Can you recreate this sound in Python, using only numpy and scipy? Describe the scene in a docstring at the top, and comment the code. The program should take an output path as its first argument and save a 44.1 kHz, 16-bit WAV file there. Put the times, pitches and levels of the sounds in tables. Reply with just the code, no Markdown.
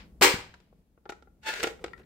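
"""A crackle and a loud slap over low rumble: a thrown toy ball grips a fabric target board.
The board hangs on a metal drying rack in a hard, small room; both ring, and the board flaps back once.
Close by, plastic toys are then handled: light knocks ring their shells and hollows, a squeaky
stick-slip slide thins into scuffs, and more knocks follow, with two taps on a small hollow ball."""
import sys
import numpy as np
from scipy import signal
from scipy.fft import rfft, irfft, next_fast_len
from scipy.io import wavfile
from scipy.ndimage import uniform_filter1d

SR = 44100
rng = np.random.default_rng(int(sys.argv[2]) if len(sys.argv) > 2 else 0)


def transcribe(u):
    """Save the signal u as a 16-bit wav file named by the first command-line argument.

    u: samples, shape (n,) or (channels, n), limited to [-1, 1]; the rate is SR.
    q: integer samples, one column per channel.
    """
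    v = np.clip(np.atleast_2d(u).T, -1, 1)
    q = np.round(v * 32767).astype(np.int16)
    wavfile.write(sys.argv[1], SR, q)


N = 90404
T = np.arange(N) / SR
FFT_SIZE = next_fast_len(N + SR // 2)
BIN_HZ = np.maximum(np.arange(FFT_SIZE // 2 + 1) * SR / FFT_SIZE, 1)
CUTOFF_HZ = 15800
GRIP_S, HIT_S = 0.2115, 0.2215
SLIDE_GRAINS_PER_S = 12000


def from_db(db):
    """Decibels to gain."""
    return 10 ** (np.asarray(db) / 20)


def unit_rms(x):
    """Scale to rms 1."""
    return x / np.sqrt(np.mean(x ** 2) + 1e-20)


def at_hz(table, hz):
    """Read a table on a log-frequency axis."""
    freqs, values = np.transpose(table)
    return np.interp(np.log(hz), np.log(freqs), values)


def pan(db):
    """Stereo gains for a left-minus-right level."""
    return from_db(np.array([[0.5], [-0.5]]) * db)


def fade(age_s, t60_s):
    """Full level until age zero, then exponential decay."""
    return np.exp(-np.log(1000) * np.maximum(age_s, 0) / t60_s)


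def swell(centre_s, sigma_s):
    """Gaussian envelope."""
    return np.exp(-0.5 * ((T - centre_s) / sigma_s) ** 2)


def arch(start_s, length_s):
    """Half-ellipse envelope."""
    return np.sqrt(np.maximum(1 - (2 * (T - start_s) / length_s - 1) ** 2, 0))


def waver(samples):
    """Smoothed noise, rms 1."""
    return unit_rms(uniform_filter1d(rng.standard_normal(N), size=samples))


def grains(per_s):
    """Two trains of random tiny clicks."""
    return rng.standard_normal((2, N)) * (rng.random((2, N)) < per_s / SR)


def ring(drive, hz, t60_s):
    """One mode; a unit click rings it at height 1."""
    radius, angle = fade(1 / SR, t60_s), 2 * np.pi * hz / SR
    return signal.lfilter([0.5, 0, -0.5], [1, -2 * radius * np.cos(angle), radius ** 2], drive + 1e-18)


def lowpass(x, hz):
    """Treble loss, as of a softer contact."""
    return signal.sosfilt(signal.butter(3, hz, fs=SR, output="sos"), x + 1e-18)


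def rippled(x, depth_db=2, spacing_hz=28.4):
    """Countless weak resonances roughen the spectrum."""
    knots_hz = np.arange(0, SR / 2, spacing_hz)
    ripple_db = depth_db * np.interp(BIN_HZ, knots_hz, rng.standard_normal(len(knots_hz)))
    return irfft(rfft(x, FFT_SIZE) * from_db(ripple_db), FFT_SIZE)[:, :N]


def octave_decay(noise, t60_table, age_s):
    """Each octave dies at its own rate from age zero."""
    spectrum, out = rfft(noise, FFT_SIZE), 0
    centres_hz = 31.25 * 2 ** np.arange(10)
    for hz, pick in zip(centres_hz, np.eye(len(centres_hz))):
        weight = np.interp(np.log(BIN_HZ), np.log(centres_hz), pick)
        band = irfft(spectrum * weight, FFT_SIZE)[:, :N]
        out += band * fade(age_s, at_hz(t60_table, hz))
    return out


# Stereo coherence: f/Hz, left-right correlation
COHERENCE = [(100, 0.95), (300, .9), (450, 0.71), (650, 0.92), (950, 0), (2000, 0.1), (4000, 0),
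             (7000, -0.05), (14000, 0.1)]
# Stereo balance: f/Hz, L-R/dB
BALANCE = [(100, 2), (400, 0), (560, 2), (800, 5.5), (1300, 1), (2500, 2), (7000, 1.5), (9500, -3),
           (15000, -3)]
def coloured(spectrum, source=None):
    """Shape two unrelated signals (default: white noise) into a stereo pair, rms 1."""
    mid, side = rfft(rng.standard_normal((2, N)) if source is None else source, FFT_SIZE)
    coherence = at_hz(COHERENCE, BIN_HZ)
    pair = np.sqrt(1 + coherence) * mid + np.sqrt(1 - coherence) * side * [[1], [-1]]
    gain = from_db(at_hz(spectrum, BIN_HZ)) * pan(at_hz(BALANCE, BIN_HZ)) * (BIN_HZ < CUTOFF_HZ)
    return unit_rms(irfft(pair * gain, FFT_SIZE)[:, :N])


# Rumble and hiss spectra: f/Hz, density/dB
RUMBLE_SPECTRUM = [(20, -29.5), (42, 1), (65, 2), (95, -12), (150, -6.5), (200, -6), (260, -13), (500, -21),
                   (1000, -33.5), (3000, -47.5)]
HISS_SPECTRUM = [(100, 9), (1000, 5.5), (3000, -1), (9000, -4.5), (13000, -3.5), (16000, -4)]
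# Rumble envelope: t/s, level/dB
RUMBLE_ENVELOPE = [(0, -52), (.12, -54), (.45, -59), (.7, -64), (.8, -60), (.85, -67), (1.2, -63),
                   (1.4, -61), (1.6, -56.5), (1.8, -57), (1.93, -54.5), (2.05, -59.5)]
def background():
    """Low rumble, faint hiss and the room dying away from an earlier noise."""
    rumble = from_db(np.interp(T, *np.transpose(RUMBLE_ENVELOPE))) * coloured(RUMBLE_SPECTRUM)
    earlier = from_db(-48) * lowpass(coloured(CLATTER_SPECTRUM), hz=4700) * fade(T, t60_s=0.23)
    hiss = from_db(-83) * coloured(HISS_SPECTRUM)
    return rumble + earlier + hiss


# Room decay: f/Hz, T60/s
ROOM_DECAY = [(100, 0.31), (500, 0.4), (2500, 0.3), (8000, 0.31), (12000, 0.25)]
def room(x, level_db=-11.5, rise_s=0.0017):
    """Diffuse reflections from hard walls."""
    tail = octave_decay(rng.standard_normal((2, N)), ROOM_DECAY, T) * np.clip(T / rise_s, 0, 1)
    tail /= np.sqrt(np.sum(tail ** 2) / 2)
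    return from_db(level_db) * signal.fftconvolve(x, tail, axes=1)[:, :N]


# Late reverberation: f/Hz, density/dB
LATE_SPECTRUM = [(100, -10), (300, 5), (800, 2.5), (1300, -5), (2500, -1.5), (5000, -9.5), (9000, -27)]
def late_tail():
    """A faint, dull reverberation outlasts the hit's clatter."""
    return from_db(-43.5) * coloured(LATE_SPECTRUM) * (T > HIT_S) * fade(T - HIT_S, t60_s=0.85)


# Slow drags: t/s, sigma/s, level/dB, pitch ratio
DRAGS = [(1.66, 0.041, -41, 1.01), (1.824, 0.018, -51, 0.99), (1.994, 0.016, -51.5, .81)]
def cavity_hum(cavity_hz=455):
    """Dragging excites the toy's cavity, each time at a different pitch."""
    friction, out = grains(SLIDE_GRAINS_PER_S)[0], 0
    for centre_s, sigma_s, db, ratio in DRAGS:
        hum = unit_rms(ring(friction, cavity_hz * ratio, t60_s=0.037))
        out += from_db(db) * swell(centre_s, sigma_s) * hum
    return out


# Slide envelope: t/s, level/dB
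SLIDE_ENVELOPE = [(1.412, -86), (1.435, -52), (1.453, -49.5), (1.468, -33), (1.49, -30.5), (1.527, -37.5),
                  (1.58, -39), (1.625, -40.5), (1.665, -38.5), (1.71, -51), (1.76, -79)]
# Plastic friction: f/Hz, density/dB
FRICTION_SPECTRUM = [(100, -27), (250, -13.5), (450, -4.5), (650, -7.5), (1150, -10), (1450, 2), (2700, -3),
                     (3200, -6.5), (4500, -7.5), (5500, -12.5), (8000, -14.5), (9300, -23), (15500, -26.5)]
# Rubbed plastic modes: f/Hz, level/dB, T60/s
SLIDE_MODES = [(1457, -19, 0.067), (1640, -15, 0.036), (2200, -18, 0.043), (2670, -17, 0.057)]
def slide():
    """A toy slides over plastic; dense friction grains excite its modes."""
    friction = grains(SLIDE_GRAINS_PER_S)
    body = from_db(-1) * coloured(FRICTION_SPECTRUM, rippled(friction))
    for hz, db, t60_s in SLIDE_MODES:
        body += from_db(db) * unit_rms(ring(friction, hz, t60_s))
    return body * from_db(np.interp(T, *np.transpose(SLIDE_ENVELOPE), left=-np.inf, right=-np.inf))


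# Scuffs: t/s, length/s, level/dB, treble edge/Hz
SCUFFS = [(1.537, 0.0052, -31.5, 9000), (1.558, .007, -40.5, 9000), (1.599, 0.0096, -31.5, 6900),
          (1.673, 0.0054, -33.5, 12000), (1.976, .007, -57.5, 7600), (1.994, .011, -57, 3460),
          (2.01, 0.015, -63, 3200), (2.031, 0.014, -65.5, 5000)]
def scuffs():
    """The plastic catches in short, rounded bursts of friction grains."""
    friction = coloured(FRICTION_SPECTRUM, grains(per_s=4400))
    return sum(from_db(db) * lowpass(arch(start_s, length_s) * friction, edge_hz)
               for start_s, length_s, db, edge_hz in SCUFFS)


# Stick-slip harmonics, fundamental first: level/dB
SQUEAK_HARMONICS_DB = [1, -3, -4.5, -7.5, -11]
def squeak(pitch_hz=876, jitter=0.01163):
    """At the fastest part of the stroke the plastic sticks and slips at an unsteady pitch."""
    phase = 2 * np.pi * np.cumsum(pitch_hz * (1 + jitter * waver(samples=150))) / SR
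    tone = sum(from_db(db) * np.sin(k * phase + rng.normal(0, 0.4, (2, 1)))
               for k, db in enumerate(SQUEAK_HARMONICS_DB, 1))
    return from_db(-34.5) * swell(1.488, sigma_s=0.02) * tone


# Hollow ball modes: f/Hz, level/dB, T60/s
BALL_MODES = [(970, -9.5, 0.032), (1365, -7, 0.07), (1854, 4.5, 0.016), (1950, 4, 0.03),
              (2270, -2.5, 0.024), (3660, -13, 0.0071), (4600, -16, 0.015)]
# Taps: t/s, level/dB, pitch ratio, L-R/dB
BALL_TAPS = [(0.539, -50, 0.707, 5.5), (1.9333, -41.5, 0.99, 6)]
def ball_taps(roughness=0.11, contact_s=0.0038):
    """Each rough tap briefly rings a small hollow ball."""
    out = 0
    for start_s, db, ratio, pan_db in BALL_TAPS:
        scrape = rng.standard_normal((2, N)) * (T > start_s) * np.exp(-np.abs(T - start_s) / contact_s)
        contact = (np.arange(N) == int(start_s * SR)) + roughness * scrape
        clack = sum((-1) ** k * from_db(mode_db) * ring(contact, hz * ratio, t60_s)
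                    for k, (hz, mode_db, t60_s) in enumerate(BALL_MODES))
        out += from_db(db) * pan(pan_db) * clack
    return out


# Contact tick: f/Hz, density/dB
TICK_SPECTRUM = [(40, -48), (200, -9), (700, 0), (2500, 4), (4700, -2), (5600, -4), (8000, -4.5),
                 (9200, -14.5), (15500, -9)]
# Toy shell and cavity modes: f/Hz, level/dB, T60/s
SHELL_MODES = [(716, -14, 0.063), (823, -2.5, 0.039), (1370, -1, 0.048), (1628, -14, 0.015),
               (1870, -6, 0.018), (2410, -12.5, 0.026), (2640, -26, 0.013)]
CAVITY_MODES = [(374.3, -4.5, 0.055), (446.4, 0, 0.04)]
# Knocks: t/s, level/dB, cavity/dB, tick/dB, treble edge/Hz, L-R/dB
KNOCKS = [(0.541, -53.5, -3, 10, 7490, 2), (0.602, -64.5, 10, 11, 9000, 3), (.727, -57, 9, 11, 800, 4.5),
          (.976, -58, 7, 12, 1250, 3), (1.055, -42, -6, -9, 4500, 3.5), (1.060, -39, 3, -1, 1620, 1.5),
          (1.092, -35, -4, -2, 7500, 1), (1.0952, -25.5, -3, -18, 8500, 2), (1.1, -43, -15, 7.5, 12900, -3),
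          (1.122, -30, -6.5, -18, 9100, 0.5), (1.125, -39.5, -3.5, -11, 9250, 3.5),
          (1.224, -47, 1.5, -5.5, 8000, -1), (1.273, -49.5, -1.5, -13, 1735, 4),
          (1.630, -24, -2.5, 6.5, 12800, -2), (1.636, -26.5, -2, 6.5, 14100, 2),
          (1.642, -22, 7, 6.5, 3940, 0.5), (1.671, -25, 4.5, -2.5, 7960, 0.5),
          (1.793, -48.5, 0, 2.5, 2520, 4.5), (1.841, -34.5, 7, 4, 10450, 2.5),
          (1.8435, -32, 9.5, 1.5, 4900, 1), (1.862, -39.5, 8, -2, 7300, 0),
          (1.881, -44, 4.5, 2, 4850, -2.5), (1.998, -46, 0, -1, 1300, 0.5)]
def knocks(roughness=0.092, contact_s=0.0042):
    """Each brief, rough contact ticks and rings a toy's plastic shell and cavity."""
    out, tick_noise = np.zeros((2, N + SR)), coloured(TICK_SPECTRUM)
    age_s = T[:SR // 8]
    for start_s, db, cavity_db, tick_db, edge_hz, pan_db in KNOCKS:
        start = int(start_s * SR)
        tick = np.roll(tick_noise, -start, axis=1)[:, :len(age_s)] * fade(age_s, t60_s=0.032)
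        knock = from_db(tick_db - 5.5) * tick
        click = age_s == 0
        for k, (hz, mode_db, t60_s) in enumerate(SHELL_MODES):
            scrape = roughness * rng.standard_normal((2, len(age_s))) * np.exp(-age_s / contact_s)
            mode = ring(click + scrape, hz * rng.normal(1, 0.034), t60_s)
            knock += (-1) ** k * from_db(mode_db - 8) * mode
        for hz, mode_db, t60_s in CAVITY_MODES:
            knock += from_db(cavity_db + mode_db - 6.5) * ring(click, hz * rng.normal(1, 0.04), t60_s)
        out[:, start:start + len(age_s)] += from_db(db) * pan(pan_db) * lowpass(knock, edge_hz)
    return out[:, :N]


def air_pulses(rows):
    """A moving sheet pushes the air, then pulls it: one N-shaped pulse a row."""
    out = 0
    for centre_s, peak_db, sigma_ms, pan_db in rows:
        sigma_s = sigma_ms / 1000
        pulse = np.exp(0.5) * (centre_s - T) / sigma_s * swell(centre_s, sigma_s)
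        out += from_db(peak_db) * pan(pan_db) * pulse
    return out


# Toy landings: t/s, peak/dB, sigma/ms, L-R/dB
THUMPS = [(1.095, -48, 1.06, 1), (1.845, -44, 1.0, 1.5)]
def thumps():
    """A toy's weight lands with a soft pulse."""
    return air_pulses(THUMPS)


# Board flaps: t/s, peak/dB, sigma/ms, L-R/dB
FLAPS = [(0.2126, -29.5, 1.0, 3.5), (0.3427, -24.5, 0.99, 1)]
# Room boom: f/Hz, density/dB
BOOM_SPECTRUM = [(30, -14), (60, -1), (170, -2), (240, -6.5), (350, -26), (1000, -61)]
def board_flaps():
    """Each soft flap of the whole board leaves a short low boom in the room."""
    envelope = sum((T > start_s) * fade(T - start_s, t60_s=0.45) for start_s, *_ in FLAPS)
    return air_pulses(FLAPS) + from_db(-43) * coloured(BOOM_SPECTRUM) * envelope


# Board and rack modes: f/Hz, level/dB
BOARD_MODES = [(301, -31), (381, -24.5), (432, -32.5), (480, -28), (531, -30), (811, -31.5), (936, -30),
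               (2005, -33.5), (2069, -31.5), (2270, -29.5), (2713, -35.5)]
def board_ring(rise_s=0.018, hold_s=0.049):
    """Board and rack build up and ring out; high modes reach the two sides out of step."""
    out, age_s = 0, T - GRIP_S
    for hz, db in BOARD_MODES:
        offset_rad = np.arccos(at_hz(COHERENCE, hz)) * rng.choice([-1, 1])
        phase = rng.uniform(0, 2 * np.pi) + offset_rad * np.array([[0], [1]])
        out += from_db(db) * pan(at_hz(BALANCE, hz)) * np.sin(2 * np.pi * hz * age_s + phase)
    return out * np.clip(age_s / rise_s, 0, 1) * fade(age_s - hold_s, t60_s=0.27)


# Board slaps: t/s, peak/dB, sigma/ms, L-R/dB
SLAPS = [(.2127, -18.5, 0.13, 0), (.2176, -11.5, 0.25, 1.5), (.2218, -3.5, 0.088, 3),
         (.2242, -11.5, 0.049, 5.5), (.2289, -12.5, 0.098, 2.5), (.2459, -9, 0.099, -1.5)]
# Clatter spectrum: f/Hz, density/dB
CLATTER_SPECTRUM = [(20, -28.5), (60, -17), (120, -19.5), (230, -11), (390, 4), (540, 3), (660, -9),
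                    (900, 3.5), (1200, -0.5), (1500, 0.5), (2300, 3), (3900, -4), (5000, -1), (5800, -7),
                    (8000, -3.5), (9300, -14.5), (15500, -12)]
# Clatter decay: f/Hz, T60/s
CLATTER_DECAY = [(50, 1.0), (150, 0.15), (400, 0.34), (1000, 0.37), (2500, 0.36), (5000, 0.35),
                 (8000, 0.29), (15000, 0.23)]
def ball_hit(rise_s=0.00035, hold_s=0.017, flicker_db=1):
    """Hooks crackle as the ball lands, the board slaps, and a dense clatter dies in the room."""
    hooks = arch(GRIP_S, length_s=0.0085) * coloured(CLATTER_SPECTRUM, grains(per_s=6900))
    age_s = T - HIT_S
    flicker = from_db(flicker_db * waver(samples=60))
    noise = coloured(CLATTER_SPECTRUM, rippled(rng.standard_normal((2, N))))
    clatter = octave_decay(noise, CLATTER_DECAY, age_s - hold_s) * np.clip(age_s / rise_s, 0, 1)
    return from_db(-23) * hooks + air_pulses(SLAPS) + from_db(-13.5) * flicker * clatter


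def scene():
    """The hit across the room, the handling close by."""
    handling = knocks() + thumps() + ball_taps() + slide() + squeak() + scuffs() + cavity_hum()
    hit = ball_hit() + board_ring() + board_flaps() + late_tail()
    return hit + handling + room(handling) + background()


def record(dry):
    """Clip at full scale, then cut the top treble."""
    return signal.sosfilt(signal.ellip(10, 0.1, 80, CUTOFF_HZ, fs=SR, output="sos"), np.clip(dry, -1, 1))


dry = scene()
out = record(dry)
transcribe(out)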